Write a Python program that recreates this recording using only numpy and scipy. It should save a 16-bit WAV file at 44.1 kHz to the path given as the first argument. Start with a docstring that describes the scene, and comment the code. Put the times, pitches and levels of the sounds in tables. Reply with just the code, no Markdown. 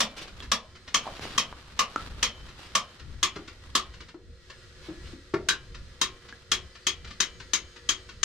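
"""Gas grill that will not light

A portable grill's piezo igniter is pressed again and again in a small shack; the gas never catches.
Each hammer snap rings the metal, and the button rattles softly between presses. The grill is bumped a few
times. Close by, someone handles a bottle and shifts in stiff trousers, over faint gas hiss and rumble."""
import sys
import numpy as np
from scipy import signal
from scipy.fft import rfft, irfft
from scipy.io import wavfile
from scipy.ndimage import uniform_filter1d

SR = 44100
rng = np.random.default_rng(int(sys.argv[2]) if len(sys.argv) > 2 else 0)


def wav_out(sig):
    """Save sig, one row per channel (or a flat mono array), as 16-bit PCM at SR to the path in sys.argv[1]."""
    wavfile.write(sys.argv[1], SR, np.round(np.clip(np.atleast_2d(sig).T, -1, 1) * 32767).astype(np.int16))


N = 363516
HIT = 2 ** 15  # samples per hit
HIT_TIME_S, TIME_S = np.arange(HIT) / SR, np.arange(N) / SR
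SIDES = np.array([[1], [-1]])  # left, right


def undb(db):
    """Decibels to gain."""
    return 10 ** (np.asarray(db) / 20)


def decay(t60_s, time_s=HIT_TIME_S):
    """Envelope falling 60 dB in t60_s."""
    return np.exp(-np.log(1000) * time_s / t60_s)


def contour(points, size=HIT):
    """(freq_hz, value) points joined over log frequency, per FFT bin."""
    hz, value = np.transpose(points)
    return np.interp(np.log(np.fft.rfftfreq(size, 1 / SR) + 1), np.log(hz), value)


def humps(resonances, size=HIT):
    """(centre_hz, half_width_hz, gain_db) rows as bell curves, dB per FFT bin."""
    bin_hz = np.fft.rfftfreq(size, 1 / SR)
    return sum(db * np.exp(-((bin_hz - hz) / width) ** 2) for hz, width, db in resonances)


def causal(gain_db):
    """Minimum-phase response: rings only after it is struck."""
    cepstrum = irfft(np.log(undb(gain_db)))
    cepstrum[1:HIT // 2] *= 2
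    cepstrum[HIT // 2 + 1:] = 0
    return np.exp(rfft(cepstrum))


def flatten(spectrum, width_hz):
    """Remove broad colour, keep fine peaks and dips."""
    power = np.mean(np.abs(np.atleast_2d(spectrum)) ** 2, axis=0)
    broad_power = uniform_filter1d(power, int(width_hz * HIT / SR))
    return spectrum * causal(-10 * np.log10(broad_power + 1e-12))


def stereo_noise(size, spread):
    """White noise, its channels most alike in the bass."""
    mid, side = rfft(rng.standard_normal((2, size)))
    share = spread * contour([(300, 0.13), (1200, 0.47), (4000, 1)], size)
    return irfft((mid + SIDES * share * side) / np.sqrt(1 + share ** 2))


def coloured_noise(colour_db, spread):
    """Scene-long stereo noise, rms 1."""
    noise = irfft(rfft(stereo_noise(N, spread)) * undb(colour_db))
    return noise / noise.std()


def flicker(rate_hz, depth_db):
    """Randomly wandering gain."""
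    steps = TIME_S * rate_hz
    knots = rng.standard_normal(int(steps[-1]) + 2)
    return undb(depth_db * np.interp(steps, np.arange(len(knots)), knots))


def swell(middle_s, length_s, attack_s, release_s):
    """Envelope of one movement: rise, hold, decay."""
    t = TIME_S - middle_s
    return np.exp(np.minimum(t + length_s / 2, 0) / attack_s - np.maximum(t - length_s / 2, 0) / release_s)


def rub(length_s):
    """Spectrum of many small slips that swell and fade."""
    progress = HIT_TIME_S / length_s
    return rfft(rng.standard_normal(HIT) * progress * np.exp(-2 * progress ** 2))


def add_hit(out, spectrum, start_s, level_db, pan_db=0):
    """Mix in a hit; level_db is its energy spread over 20 ms, pan_db is left minus right."""
    hit, start = irfft(spectrum), int(start_s * SR)
    hit /= np.sqrt(np.sum(hit ** 2) / (2 * 0.02 * SR))
    pan = undb(SIDES * pan_db / 2)
    pan /= np.sqrt(np.mean(pan ** 2))
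    out[:, start:start + HIT] += (hit * undb(level_db) * pan)[:, :N - start]


# freq_hz, t60_s
SHACK_DECAY = [(150, 0.22), (400, 0.33), (700, 0.43), (1150, 0.15), (1700, 0.19), (2500, 0.2), (4000, 0.15),
               (6500, 0.13), (12000, 0.11)]


def shack_tail(noise):
    """Reverberation spectrum: noise dying away band by band."""
    hz, t60_s = np.transpose(SHACK_DECAY)
    spectrum, tail = rfft(noise), 0
    for weights, band_t60_s in zip(np.eye(len(hz)), t60_s):
        band = irfft(spectrum * contour(np.c_[hz, weights]))
        envelope = decay(band_t60_s)
        tail += band * envelope / np.linalg.norm(envelope)
    return rfft(tail)


def shack_path(room_noise, moved=0.97, early_db=-5, early_s=0.0073, onset_s=0.0057):
    """Early reflections off floor and shell, then a tail that changes as people move."""
    t = HIT_TIME_S
    early = stereo_noise(HIT, spread=0.55) * t / early_s * np.exp(-2 * (t / early_s) ** 2)
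    early = rfft(early / np.linalg.norm(early[0]))
    echoes = (room_noise + moved * stereo_noise(HIT, spread=1)) / np.hypot(1, moved)
    return undb(early_db) * early + shack_tail(echoes * (1 - np.exp(-t / onset_s)))


# freq_hz, gain_db
SHELL_COLOUR = [(100, -20), (220, -1), (450, -8), (800, -13), (1000, -4), (1400, 1.2), (2700, 0.5),
                (4800, -0.3), (6800, -3), (7500, -6.5), (9500, -14.5), (15000, -28)]
# centre_hz, half_width_hz, leaning_forward_db, sitting_back_db, db_per_hardness_db
SHELL_RESONANCES = [(219, 42, 1, -5, -0.26), (363, 63, -14, 4, 0.36), (630, 310, 6.3, -2.5, -0.44),
                    (1125, 110, 2, 4.5, -0.33), (1525, 167, -7, -5.5, 0), (2270, 560, 1, -1.5, 0.41),
                    (3172, 160, 3, 5, 0.21), (3820, 190, 1.5, 2.5, -0.12), (5720, 450, 5.5, 2, 0.2),
                    (6250, 110, -2, 2.5, 0.65), (6575, 213, 4, 8.5, 1)]


def shell_db(start_s, hardness_db=0, depth=1, scatter_db=0, sit_back_s=3.2):
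    """Igniter and shell spectrum; peaks depend on listening position and hardness of the blow."""
    hz, width_hz, forward_db, back_db, slope = np.transpose(SHELL_RESONANCES)
    peaks_db = (forward_db if start_s < sit_back_s else back_db) + hardness_db * slope
    if scatter_db:
        peaks_db += scatter_db * rng.standard_normal(len(hz))
    return contour(SHELL_COLOUR) + humps(np.c_[hz, width_hz, depth * peaks_db])


# time_s, pan_db
GRILL_PAN = [(0, -1.5), (2.2, -1), (6.5, 1), (7.2, 3.5)]


def grill_pan_db(start_s):
    """Direction of the grill as the listener turns."""
    return np.interp(start_s, *np.transpose(GRILL_PAN))


# pitch_hz, relative_db, t60_s
GRATE_MODES = [(211, -13, 0.49), (373.7, 8.5, 0.41), (1068, -2, 0.42), (1263, -3, 0.45), (1400, 0, 0.33),
               (1600, -0.5, 0.39), (1663, 17.5, 0.11), (2340, 0, 0.54), (2920, 9, 0.3), (3077, -8.5, 0.95),
               (3170, 14.5, 0.12), (3500, 0, 0.3), (4000, -1.5, 0.36), (4260, 2, 0.33), (4770, -8, 0.4),
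               (5260, 8.5, 0.24), (6240, -2, 0.17), (6630, -14, 0.48)]


def grate_ring(gain_db=-18, scatter_db=2):
    """Lightly damped modes of grate and bowl, varying with each blow."""
    hz, db, t60_s = np.transpose(GRATE_MODES)[:, :, None]
    gains = undb(db + scatter_db * rng.standard_normal(db.shape))
    phases = rng.uniform(0, 2 * np.pi, db.shape)
    ring = np.sum(gains * np.sin(2 * np.pi * hz * HIT_TIME_S + phases) * decay(t60_s), axis=0)
    return undb(gain_db) * rfft(ring / np.linalg.norm(ring))


# start_s, level_db, hardness_db, ring_hz, ring_db, clack_hz
HAMMER_SNAPS = [(0.003, -19, -8.5, 1170, 4.5, 3470), (0.5157, -18.5, -6.5, 1180, 7, 3460),
                (0.9424, -17.5, 4.5, 1130, 12.5, 3190), (1.3777, -18, 2.5, 1123, 11.5, 3190),
                (1.7906, -18, -0.5, 1151, 17, 2830), (2.2267, -19, 3, 1290, 4, 3190),
                (2.7505, -18, -1.5, 1150, 14, 3130), (3.2285, -18, 1.5, 1160, 8, 3400),
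                (3.751, -18, -8.5, 1180, 5, 3300), (5.486, -18, -2.5, 1547, 16.5, 3810),
                (6.013, -19.5, -1.5, 1120, 8.5, 3790), (6.5158, -19, -1, 1200, 5.5, 3360),
                (6.867, -20, 2, 1680, -3, 3290), (7.202, -19.5, 3.5, 1670, 3, 3850),
                (7.533, -20, 5, 1630, 0, 3810), (7.889, -19.5, 4, 1610, 0.5, 3280),
                (8.23, -19, 4.5, 1670, 5, 3140)]


def hammer_snaps(room_noise, ring_width_hz=152, clack_width_hz=170, clack_db=6.5):
    """The hammer lands and chatters; the bowl rings and the casing clacks."""
    out = np.zeros((2, N))
    for start_s, level_db, hardness_db, ring_hz, ring_db, clack_hz in HAMMER_SNAPS:
        chatter = rub(length_s=0.002)
        blow = 1 + undb(-7) * chatter / np.std(chatter)
        peaks_db = humps([(ring_hz, ring_width_hz, ring_db), (clack_hz, clack_width_hz, clack_db)])
        body = causal(shell_db(start_s, hardness_db, scatter_db=0.78) + peaks_db)
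        strike = flatten(blow * shack_path(room_noise), width_hz=455)
        add_hit(out, body * (strike + grate_ring()), start_s, level_db, grill_pan_db(start_s))
    return out


# freq_hz, gain_db
FABRIC_COLOUR = [(60, 9.5), (150, 2.5), (350, 0.5), (750, -5.5), (1200, 1), (2000, -4), (4000, -4.5),
                 (6500, -14.5), (10000, -22), (15000, -35)]
# middle_s, length_s, level_db
LEG_MOVES = [(0.156, 0.57, -51.5), (1.045, .12, -48.5), (1.297, 0.13, -43), (1.792, 1.42, -52),
             (1.999, 0.066, -43), (2.69, 0.23, -50), (3.404, 1.04, -57.5), (4.904, 0.075, -56),
             (6.193, 0.54, -59.5)]


def trouser_rustle(attack_s=0.085, release_s=0.1):
    """Stiff fabric catches and slips with each movement."""
    power = sum((undb(level_db) * swell(middle_s, length_s, attack_s, release_s)) ** 2
                for middle_s, length_s, level_db in LEG_MOVES)
    rustle = coloured_noise(contour(FABRIC_COLOUR, N), spread=1) * np.sqrt(power)
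    return rustle * flicker(rate_hz=54, depth_db=3) * flicker(rate_hz=500, depth_db=2.5)


# time_s, level_db
GAS_LEVEL = [(0, -58.5), (4.08, -56.5), (4.17, -62), (4.38, -60), (4.5, -55), (5.12, -52), (5.26, -57),
             (6.4, -57), (7.1, -53), (8.24, -54)]
# freq_hz, gain_db
GAS_COLOUR = [(100, 10), (270, 1.5), (450, 2.5), (650, -1.5), (880, -8.5), (1350, 4), (2400, -2.5),
              (4000, 1), (6000, -5.5), (7200, -9.5), (8800, -12.5), (10000, -21), (15000, -31)]
# centre_hz, half_width_hz, gain_db
BURNER_RESONANCES = [(363.6, 24, 16.1), (510, 51, 11.2), (1702, 6.8, 13), (1923, 17, 13), (3110, 13, 6),
                     (3800, 16, 5.4), (4160, 26, 6.9), (4890, 32, 7.5), (5160, 25, 7.9), (8240, 45, 4.5),
                     (7900, 70, 4)]


def gas_hiss(cavity_t60_s=0.5):
    """Gas hisses in the hollow burner, whose narrow modes crowd towards the treble."""
    cavity = rng.standard_normal(N) * decay(cavity_t60_s, TIME_S)
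    ripple_db = 20 * np.log10(np.abs(rfft(cavity / np.linalg.norm(cavity))) + 0.66)
    ripple_db *= contour([(400, 0.11), (2000, 1)], N)
    colour_db = contour(GAS_COLOUR, N) + humps(BURNER_RESONANCES, N) + ripple_db
    gain = undb(np.interp(TIME_S, *np.transpose(GAS_LEVEL)))
    return coloured_noise(colour_db, spread=0.93) * gain * flicker(rate_hz=11, depth_db=1)


# freq_hz, gain_db
LOW_RUMBLE_COLOUR = [(10, -7), (25, -2.5), (45, 0.5), (70, 2), (100, -3.5), (150, -11.5), (250, -21),
                     (600, -34), (2000, -71)]
# middle_s, length_s, level_db, pan_db
MIC_JOLTS = [(0.398, 0.13, -48, -2), (2.047, 0.12, -45.5, 2), (3.087, 0.12, -42, 7), (3.8, 0.22, -50, -1),
             (5.07, 0.17, -46.5, 1.5)]


def rumble(floor_db=-50, attack_s=0.033, release_s=0.078):
    """Low rumble that swells when the body-worn microphone is jolted."""
    power = undb(floor_db) ** 2
    for middle_s, length_s, level_db, pan_db in MIC_JOLTS:
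        jolt = undb(level_db + SIDES * pan_db / 2) * swell(middle_s, length_s, attack_s, release_s)
        power = power + jolt ** 2
    noise = coloured_noise(contour(LOW_RUMBLE_COLOUR, N), spread=1.63)
    return noise * np.sqrt(power) * flicker(rate_hz=9.8, depth_db=3.5)


# start_s, level_db, length_s
FINGER_SCRAPES = [(0.161, -37, 0.037), (0.207, -39, 0.029), (1.044, -47.5, 0.042), (1.14, -45, 0.043),
                  (1.204, -36, 0.054), (1.261, -45, 0.043), (1.313, -43.5, 0.028), (2, -52, 0.024),
                  (2.571, -44.5, 0.12), (4.814, -46.5, 0.077), (5.035, -49, 0.052), (5.113, -52.5, 0.017)]
# freq_hz, gain_db
FINGER_COLOUR = [(100, -11.5), (400, 4.5), (800, -5), (1200, -1), (2000, -0.5), (3000, 2.5), (5000, -2),
                 (6500, -10.5), (10000, -20), (15000, -34)]


def finger_scrapes(echo_db=3):
    """Fingers slip unevenly over bottle cap and trousers."""
    out, colour = np.zeros((2, N)), causal(contour(FINGER_COLOUR))
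    for start_s, level_db, length_s in FINGER_SCRAPES:
        scrape = colour * rub(length_s)
        room = 1 + undb(echo_db) * shack_tail(stereo_noise(HIT, spread=0.98))
        add_hit(out, scrape * room, start_s, level_db)
    return out


# start_s, level_db
BUTTON_RATTLES = [(.274, -46.5), (0.421, -41.5), (0.752, -48), (0.875, -41), (2.483, -48), (2.994, -46.5),
                  (3.356, -41), (3.475, -42), (3.936, -48.5), (4.002, -43.5), (4.083, -47.5),
                  (4.497, -43.5), (5.743, -43.5), (6.284, -45.5), (6.75, -47), (7.043, -43.5),
                  (7.072, -46.5), (7.104, -42), (7.398, -42), (7.759, -46), (8.088, -43)]


def button_rattles(room_noise, rub_s=0.0099, direct_db=-6):
    """The plastic button slides and springs back: weaker resonances and treble than the hammer."""
    out = np.zeros((2, N))
    tilt_db = contour([(300, 10), (1100, 6.5), (2200, 3.5), (4500, 2), (7000, -6.5), (14000, -14)])
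    for start_s, level_db in BUTTON_RATTLES:
        body = causal(shell_db(start_s, depth=0.15) + tilt_db)
        slide = flatten(rub(rub_s) * (undb(direct_db) + shack_path(room_noise)), width_hz=960)
        add_hit(out, body * slide, start_s, level_db, grill_pan_db(start_s) / 2)
    return out


# start_s, level_db, pitch_hz, t60_s, tick_db
BOTTLE_TAPS = [(0.4041, -43.5, 3300, 0.011, -7), (1.057, -43.5, 894, .04, -24),
               (1.068, -38, 760, 0.024, -20), (1.076, -38, 1060, 0.019, -24), (1.086, -41, 685, 0.028, -26),
               (1.097, -49, 550, 0.035, -18), (1.195, -43, 910, .004, 4), (1.254, -39.5, 705, 0.0033, -6),
               (1.527, -42.5, 1130, 0.0058, -26), (1.9606, -26.5, 1330, 0.037, -10),
               (6.326, -44, 1660, 0.026, -8)]
# freq_hz, gain_db
TICK_COLOUR = [(80, -26.5), (230, 12.5), (700, -2.5), (1700, -1), (3000, -10), (7000, -13), (15000, -59.5)]


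def bottle_taps(echo_db=-5):
    """Close taps on the bottle and glugs of its drink: a tick and one short ring each."""
    out, tick = np.zeros((2, N)), causal(contour(TICK_COLOUR))
    for start_s, level_db, pitch_hz, t60_s, tick_db in BOTTLE_TAPS:
        ring = rfft(np.sin(2 * np.pi * pitch_hz * HIT_TIME_S) * decay(t60_s))
        contact = ring / np.linalg.norm(ring) + undb(tick_db) * tick / np.linalg.norm(tick)
        room = 1 + undb(echo_db) * shack_tail(stereo_noise(HIT, spread=0.97))
        add_hit(out, contact * room, start_s, level_db)
    return out


# start_s, level_db, push_s, edge_hz
GRILL_BUMPS = [(3.360, -35.5, 0.013, 1540), (4.142, -41, .008, 1060), (4.882, -33.5, 0.021, 593),
               (5.128, -41, 0.014, 284), (5.337, -21, 0.0095, 2100)]
# freq_hz, gain_db
THUD_COLOUR = [(60, -32), (150, -5.5), (250, -4.5), (370, 0.5), (520, -14.5), (850, -20), (1000, -18),
               (1200, -11.5), (1650, -19), (2000, -18), (2600, -26.5), (5000, -20), (14000, -45)]


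def grill_bumps(room_noise, direct_db=-1.5):
    """Brief pushes on the grill: dull thuds, rolled off above edge_hz."""
    out = np.zeros((2, N))
    for start_s, level_db, push_s, edge_hz in GRILL_BUMPS:
        rolloff_db = contour([(edge_hz, 0), (2 * edge_hz, -11), (10 * edge_hz, -25)])
        body = causal(contour(THUD_COLOUR) + rolloff_db)
        push = flatten(rub(push_s) * (undb(direct_db) + shack_path(room_noise)), width_hz=370)
        add_hit(out, body * push, start_s, level_db)
    return out


# start_s, pitch_hz, level_db; the last row is the grill's top mode ringing on
LASTING_TONES = [(3.9, 473, -67), (3.9, 519, -76.5), (6.15, 2000, -71.5), (6.7, 4200, -77),
                 (6.7, 4650, -69), (7.2, 6580, -73)]


def lasting_tones(half_width_hz=5, rise_s=0.04):
    """Faint, lasting, wavering tones: gas drives a few narrow burner resonances, and from 7.2 s the grill's top
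    mode near 6.6 kHz rings on."""
    out, bin_hz = np.zeros((2, N)), np.fft.rfftfreq(N, 1 / SR)
    for start_s, pitch_hz, level_db in LASTING_TONES:
        peak_db = -20 * np.log10(1 + ((bin_hz - pitch_hz) / half_width_hz) ** 2)
        onset = np.clip((TIME_S - start_s) / rise_s, 0, 1)
        out += undb(level_db) * coloured_noise(peak_db, spread=0.42) * onset
    return out


def from_right(sound):
    """Source to the right: the left channel lags one sample, weaker above 8.5 kHz, stronger below."""
    pan_db = contour([(4500, 2), (6500, 4.5), (9000, -1), (14000, -1.5)], N)
    left, right = irfft(rfft(sound) * undb(SIDES * pan_db / 2))
    return np.array([np.r_[0, left[:-1]], right])


def scene():
    """Grill, close handling and background in one shack."""
    room_noise = stereo_noise(HIT, spread=0.49)  # echo pattern common to all grill hits
    grill = hammer_snaps(room_noise) + button_rattles(room_noise) + grill_bumps(room_noise)
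    handling = bottle_taps() + finger_scrapes() + trouser_rustle()
    return from_right(grill) + handling + gas_hiss() + rumble() + lasting_tones()


def record(dry):
    """Steep low-pass at 15.3 kHz."""
    return signal.sosfilt(signal.ellip(8, 0.2, 70, 15300, fs=SR, output="sos"), dry)


dry = scene()
out = record(dry)
wav_out(out)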